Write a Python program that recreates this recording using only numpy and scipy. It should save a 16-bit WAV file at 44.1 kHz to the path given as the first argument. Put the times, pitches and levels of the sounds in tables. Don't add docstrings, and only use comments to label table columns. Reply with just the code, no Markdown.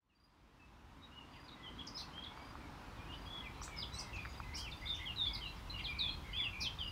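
import sys
import numpy as np
from scipy import signal
from scipy.fft import rfft, irfft
from scipy.io import wavfile
from scipy.ndimage import uniform_filter1d

SR = 44100
rng = np.random.default_rng(int(sys.argv[2]) if len(sys.argv) > 2 else 0)


def unload_wav(signal):
    wavfile.write(
        sys.argv[1],
        SR,
        np.round(np.clip(np.atleast_2d(signal).T, -1, 1) * 32767).astype(np.int16),
    )


N = 304731
TOP_HZ = 15760


def gain_of(db):
    return 10 ** (np.asarray(db) / 20)


def unit_rms(x):
    return x / np.sqrt(np.mean(x ** 2) + 1e-20)


def curve_at(points, hz):
    f, value = np.transpose(points)
    return np.interp(np.log(hz + 1), np.log(f + 1), value)


def add(mix, s, sound):
    part = mix[max(round(s * SR), 0):][:len(sound)]
    part += sound[:len(part)]


def drift(count, rate_hz):
    size = 32768
    hz = np.fft.rfftfreq(size, 1 / SR)
    return unit_rms(irfft(rfft(rng.standard_normal(size)) * np.exp(-(hz / rate_hz) ** 2)))[:count]


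def progress(length_s):
    return np.linspace(0, 1, int(length_s * SR))


def glide(length_s, start_hz, end_hz):
    return start_hz + (end_hz - start_hz) * progress(length_s)


def fall(length_s, start_hz, end_hz, settle):
    return start_hz + (end_hz - start_hz) * np.expm1(-settle * progress(length_s)) / np.expm1(-settle)


def arch(length_s, start_hz, middle_hz, end_hz):
    bow = 1 - (2 * progress(length_s) - 1) ** 2
    return glide(length_s, start_hz, end_hz) + (middle_hz - (start_hz + end_hz) / 2) * bow


def whistle(hz, level_db, overtone_db, edge_s, third_db=-3):
    phase = 2 * np.pi * np.cumsum(hz) / SR
    strain = gain_of(overtone_db + np.interp(hz, [3600, 5400], [-16, 0]))
    third = gain_of(third_db) * np.sin(3 * phase) * (3 * hz < SR / 2)
    tone = np.sin(phase) + strain * (np.sin(2 * phase) + third)
    fades = signal.windows.tukey(len(hz), min(1, 2 * edge_s * SR / len(hz)))
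    return np.sqrt(2) * gain_of(level_db) * tone * fades


# (frequency [Hz], relative level [dB])
VALLEY_SPECTRUM = [(18, -54), (27, -22), (38, -8), (55, -1), (80, -6), (130, -10), (225, -15.5), (320, -17),
                   (430, -22.5), (650, -23.5), (1000, -17.5), (1700, -26), (3000, -29.5), (5000, -35.5),
                   (8000, -45), (15500, -50.5)]
# (time [s], strength [dB])
BREEZE_SWELL = [(0, 0), (1.5, -5.5), (2.2, -4.5), (2.7, -1.5), (3.3, 1.5), (4.2, 4), (4.8, 5.5), (5.5, 6.5),
                (6.9, 4)]


def valley(level_db=-50.5, patchy_db=0.88, drone_db=4.0, drone_hz=265, fizz_share=0.77):
    size, hop = 4096, 1024
    frames, hz = N // hop + 5, np.fft.rfftfreq(size, 1 / SR)
    t = np.arange(frames)[:, None] * hop / SR
    real, imag, patches = rng.standard_normal((3, frames, len(hz)))
    patches = unit_rms(uniform_filter1d(uniform_filter1d(patches, size=5, axis=0), size=30, axis=1))
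    rumble_and_fizz = 1 / (1 + (hz / 130) ** 2) + fizz_share * hz / TOP_HZ
    breeze_db = np.interp(t, *np.transpose(BREEZE_SWELL)) * rumble_and_fizz
    engine_db = drone_db * np.interp(t, [3.2, 3.7], [1, 0]) * np.exp(-((hz - drone_hz) / 60) ** 2)
    tyres_db = 2.5 * np.exp(-((t - 3.1) / 1.3) ** 2) * np.exp(-np.log((hz + 1) / 850) ** 2)
    bed_db = curve_at(VALLEY_SPECTRUM, hz) + patchy_db * patches + breeze_db + engine_db + tyres_db
    spectra = (real + 1j * imag) * gain_of(bed_db)
    noise = signal.istft(spectra.T, nperseg=size, noverlap=size - hop)[1][:N]
    return gain_of(level_db) * unit_rms(noise)


def scatter(x, t60, delay_s, echoes_per_s=6000):
    echoes = rng.choice([-1, 1], SR) * (rng.random(SR) < echoes_per_s / SR)
    hz, t, spectra = signal.stft(echoes, SR, nperseg=256)
    tail = signal.istft(spectra * gain_of(-60 * t / t60(hz)[:, None]), SR)[1]
    tail = np.concatenate([np.zeros(int(delay_s * SR)), tail])
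    return signal.fftconvolve(x, tail / np.linalg.norm(tail))[:N]


# (frequency [Hz], 60 dB decay time [s])
WOOD_DECAY = [(1500, 0.12), (3000, 0.41), (5000, 0.53), (9000, 0.6), (15000, 0.47)]


def wood(x):
    return scatter(x, lambda hz: curve_at(WOOD_DECAY, hz), delay_s=.03)


def foliage(x):
    echo = scatter(x, lambda hz: np.full_like(hz, .18), delay_s=.005)
    treble_db = curve_at([(3000, 0), (5500, 4), (10000, 6)], np.fft.rfftfreq(N, 1 / SR))
    return irfft(rfft(echo) * gain_of(treble_db), N)


def chorus(count=170, level_db=-68, first_s=1.2, quiet_s=3.3, early_share=.08):
    out = np.zeros(N)
    for when, pitch, slope, span, faintness in rng.random((count, 5)):
        samples = int((0.0199 + .06 * span) * SR)
        centre_hz = 2050 + 2000 * pitch ** 2
        hz = centre_hz * (1 + 0.303 * (slope - .5) * np.linspace(-1, 1, samples))
        hz *= 1 + 0.0226 * drift(samples, rate_hz=90)
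        s = np.interp(when, [0, early_share, 1], [first_s, quiet_s, N / SR])
        add(out, s, whistle(hz, level_db - 7 * faintness, overtone_db=-30, edge_s=.007))
    return out


# (time [s], pitch [Hz], peak level [dB])
DRY_TAPS = [(2.181, 1520, -43.5), (2.376, 1180, -40.5), (2.555, 1120, -38.5), (3.618, 1150, -37),
            (3.68, 1420, -38.5), (4.252, 1700, -35), (4.2572, 1560, -33.5), (4.4025, 1190, -31)]


def taps(half_width_cycles=.92):
    out, t = np.zeros(N), np.arange(-200, 200) / SR
    for s, hz, peak_db in DRY_TAPS:
        envelope = gain_of(peak_db) * np.exp(-(t * hz / half_width_cycles) ** 2)
        add(out, s + t[0], envelope * np.cos(2 * np.pi * hz * t))
    return out


def far_note(hz, level_db, depth_hz, warble_hz=61):
    count = len(hz)
    uneven_rate_hz = warble_hz * (1 + .1 * drift(count, rate_hz=25))
    warble = np.sin(2 * np.pi * np.cumsum(uneven_rate_hz) / SR)
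    flutter_db = 1.8 * drift(count, rate_hz=50)
    pitch_hz = hz + depth_hz * warble + 18 * drift(count, rate_hz=75)
    return whistle(pitch_hz, level_db + flutter_db, overtone_db=-23, edge_s=0.0054)


# (time [s], length [s], start [Hz], end [Hz], level [dB])
FLUTED_GLIDES = [(0.094, 0.045, 2900, 2470, -58), (0.593, .066, 2647, 2600, -58.5),
                 (1.355, .05, 2200, 1750, -64), (1.563, 0.17, 1990, 2030, -65),
                 (2.025, 0.023, 2670, 2620, -64), (2.26, .2, 2180, 2306, -69.5),
                 (2.987, 0.087, 2395, 2500, -66), (3.407, .11, 2054, 2024, -64.5),
                 (3.681, 0.13, 2373, 2137, -59), (3.94, .18, 2244, 1980, -65),
                 (4.198, 0.076, 2477, 2334, -62), (4.426, 0.018, 2630, 2570, -56),
                 (4.432, 0.13, 2055, 2030, -64), (4.531, 0.025, 2065, 2510, -52),
                 (5.249, 0.03, 1900, 2500, -61), (5.285, 0.14, 2280, 2040, -61),
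                 (5.791, 0.029, 2466, 1940, -51), (5.876, 0.059, 2440, 2296, -47.5),
                 (6.335, 0.057, 2410, 2800, -56), (6.388, 0.029, 2530, 1904, -50.5)]
# (time [s], length [s], start [Hz], middle [Hz], end [Hz], level [dB])
WARBLES = [(3.948, 0.11, 2720, 2640, 2570, -65), (4.128, 0.043, 2720, 2635, 2500, -53),
           (4.174, 0.027, 2470, 2440, 2410, -48.5), (4.566, 0.13, 2780, 3195, 2080, -54.5),
           (4.815, 0.077, 1973, 2140, 2160, -54), (4.988, 0.072, 1890, 2130, 2040, -54.5),
           (5.933, 0.18, 2400, 2406, 2540, -52.5), (6.238, 0.11, 2163, 2157, 1980, -61),
           (6.526, 0.15, 2386, 2427, 2660, -51.5)]


def far_song():
    out = np.zeros(N)
    for s, *contour, level_db in FLUTED_GLIDES:
        add(out, s, far_note(glide(*contour), level_db, depth_hz=19))
    for s, *contour, level_db in WARBLES:
        add(out, s, far_note(arch(*contour), level_db, depth_hz=86))
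    return out


# (time [s], pips [count], level [dB])
HIGH_PIP_RUNS = [(0.152, 3, -56.5), (1.315, 4, -65), (2.365, 4, -67.5), (3.13, 4, -66.5), (4.205, 5, -63.5),
                 (4.765, 4, -62.5), (5.242, 2, -64), (5.774, 4, -61), (6.315, 4, -62.5), (6.79, 3, -60)]


def pips(gap_s=0.041, length_s=0.031, first_hz=4720, last_hz=4830, fall_hz=130, swell_db=4, sag_db=5):
    out, down_ramp = np.zeros(N), .5 - progress(length_s)
    for s, repeats, level_db in HIGH_PIP_RUNS:
        for k, along in enumerate(np.linspace(0, 1, round(repeats))):
            hz = first_hz + (last_hz - first_hz) * np.sqrt(along) + fall_hz * down_ramp
            hz += 35 * drift(len(hz), rate_hz=110)
            pip_db = level_db + swell_db * (along - .5) + sag_db * down_ramp
            pip = whistle(hz, pip_db, overtone_db=-14, edge_s=.004)
            add(out, s + k * gap_s + 0.0022 * rng.standard_normal(), pip)
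    return out


# (centre [Hz], rms pitch spread [Hz])
RASP_SHAKE = [(3000, 277), (4700, 227), (5000, 480), (5700, 390), (7500, 1110)]


def rasp(length_s, centre_hz, level_db):
    count = int(length_s * SR)
    hz = centre_hz + curve_at(RASP_SHAKE, centre_hz) * drift(count, rate_hz=870)
    grain_db = 2 * drift(count, rate_hz=500)
    return whistle(hz, level_db + grain_db, overtone_db=-18.5, edge_s=.011)


def close_note(hz, level_db, crest, onset_db=-10.5, release_db=-8):
    count = len(hz)
    corners = [0, np.clip(crest, .05, .95), 1]
    swell_db = np.interp(np.linspace(0, 1, count), corners, [onset_db, 0, release_db])
    quaver = 1 + .013 * drift(count, rate_hz=300)
    flutter_db = 2.4 * drift(count, rate_hz=130)
    return whistle(hz * quaver, level_db + swell_db + flutter_db, overtone_db=-29, edge_s=0.00058)


# (time [s], length [s], start [Hz], end [Hz], level [dB], crest [0-1])
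CLOSE_SLURS = [(1.505, 0.044, 3910, 3800, -56, .5), (1.627, 0.068, 3440, 3070, -47, 0.9),
               (3.432, 0.057, 2950, 2280, -49, 0.66), (3.763, 0.054, 5470, 4720, -47, .5),
               (4.72, 0.018, 3620, 3480, -44, 0.4), (5.054, 0.072, 3490, 2690, -40.5, 0.19),
               (5.161, .097, 4130, 3500, -33, 0.6), (5.259, .038, 3467, 3390, -35, 0.32),
               (5.409, 0.085, 3240, 2710, -43, 0.26), (5.697, 0.024, 4115, 4034, -42, 0.2),
               (5.729, 0.088, 2964, 2733, -45.5, 0.16), (5.999, .1, 3907, 3290, -33.5, 0.04),
               (6.436, 0.052, 3040, 2627, -37.5, 0.63), (6.603, 0.081, 5910, 2950, -36.5, 1),
               (6.787, 0.053, 3726, 2870, -36.5, 0.54), (6.846, 0.047, 3000, 2814, -42.5, .45)]
# (time [s], length [s], start [Hz], end [Hz], level [dB])
CLOSE_CHIPS = [(1.482, .015, 4620, 3430, -46.5), (1.868, 0.012, 6720, 4440, -41.5),
               (2.004, 0.016, 4380, 3170, -52), (2.237, 0.018, 4700, 3060, -46),
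               (3.817, 0.028, 4410, 2800, -39.5), (3.986, 0.016, 6280, 4620, -40.5),
               (4.039, 0.014, 6700, 3520, -56), (4.157, 0.015, 6280, 3680, -55),
               (4.713, 0.0101, 4950, 3570, -47), (5.558, 0.032, 6030, 4330, -61),
               (5.84, .035, 4480, 2980, -37), (5.987, 0.014, 4850, 3840, -36.5)]
# (time [s], length [s], start [Hz], middle [Hz], end [Hz], level [dB])
CLOSE_ARCHES = [(1.02, 0.037, 3740, 3820, 3720, -52), (1.111, 0.12, 2740, 2894, 2710, -51.5),
                (1.781, .038, 3020, 3340, 2650, -42.5), (3.612, 0.027, 4400, 5950, 3150, -48),
                (4.137, .023, 5400, 6720, 6560, -62), (4.283, .044, 5900, 6900, 3940, -65),
                (3.257, 0.16, 3200, 3413, 3223, -47.5), (4.536, 0.034, 3600, 5540, 4860, -44),
                (4.857, 0.0847, 3480, 3636, 3385, -36.5), (5.332, 0.03, 5070, 4750, 3670, -39),
                (5.438, 0.077, 3720, 4010, 3960, -50), (6.084, 0.05, 4140, 4140, 4160, -45),
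                (6.332, 0.11, 2960, 3450, 3142, -35.5)]
# (time [s], length [s], start [Hz], end [Hz], level [dB])
CLOSE_RISES = [(1.946, 0.029, 5010, 5220, -43.5), (1.972, .016, 5220, 6150, -51),
               (2.122, 0.12, 3050, 3306, -49.5), (2.258, 0.022, 3220, 3510, -45.5),
               (3.084, 0.087, 2773, 3020, -50.5), (3.918, 0.042, 3910, 4030, -48),
               (3.963, .025, 4080, 4520, -50), (3.931, 0.054, 7760, 8580, -59.5),
               (4.065, 0.036, 3450, 3950, -65), (4.177, .035, 3200, 3600, -61),
               (4.335, 0.028, 3360, 3900, -56), (5.248, 0.038, 3850, 4640, -49)]
# (time [s], length [s], centre [Hz], level [dB])
CLOSE_RASPS = [(1.328, .056, 2895, -57), (1.969, 0.055, 4230, -46.5), (1.977, 0.043, 5610, -59),
               (3.118, 0.036, 3070, -50.5), (3.622, 0.036, 7120, -52.5), (3.928, 0.042, 5530, -58),
               (3.986, 0.031, 7900, -57.5), (4.552, 0.067, 4950, -48.5), (4.562, 0.032, 7330, -55),
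               (4.867, 0.026, 3850, -46), (4.935, 0.098, 2960, -54.5), (4.937, 0.038, 5750, -60.5),
               (5.335, 0.029, 4700, -48), (5.782, .037, 2975, -46), (6.603, 0.038, 5000, -44)]


def close_song():
    out = np.zeros(N)
    for s, *contour, level_db, crest in CLOSE_SLURS:
        add(out, s, close_note(fall(*contour, settle=1.8), level_db, crest))
    for s, *contour, level_db in CLOSE_CHIPS:
        add(out, s, close_note(fall(*contour, settle=0.89), level_db, crest=0.61))
    for s, *contour, level_db in CLOSE_ARCHES:
        add(out, s, close_note(arch(*contour), level_db, crest=0.58))
    for s, *contour, level_db in CLOSE_RISES:
        add(out, s, close_note(glide(*contour), level_db, crest=0.64))
    for s, length_s, centre_hz, level_db in CLOSE_RASPS:
        add(out, s, rasp(length_s, centre_hz, level_db))
    return out


def scene():
    close = gain_of(-3.0) * close_song()
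    far = gain_of(0.83) * far_song()
    high = gain_of(-1.5) * pips()
    crowd = chorus()
    foliage_send = gain_of(-3.8) * close + gain_of(-13) * high + gain_of(-6) * far + crowd
    wood_send = gain_of(-13) * close + gain_of(-9) * far + gain_of(-12) * high + gain_of(-2) * crowd
    return (close + far + high + foliage(foliage_send) + wood(wood_send) + taps() + valley())[None]


def record(dry, fade_s=1.96):
    faded = dry * np.minimum(np.arange(N) / SR / fade_s, 1)
    lowpass = signal.firwin(511, TOP_HZ, window=("kaiser", 9), fs=SR)
    return signal.oaconvolve(faded, lowpass[None], "same")


dry = scene()
out = record(dry)
unload_wav(out)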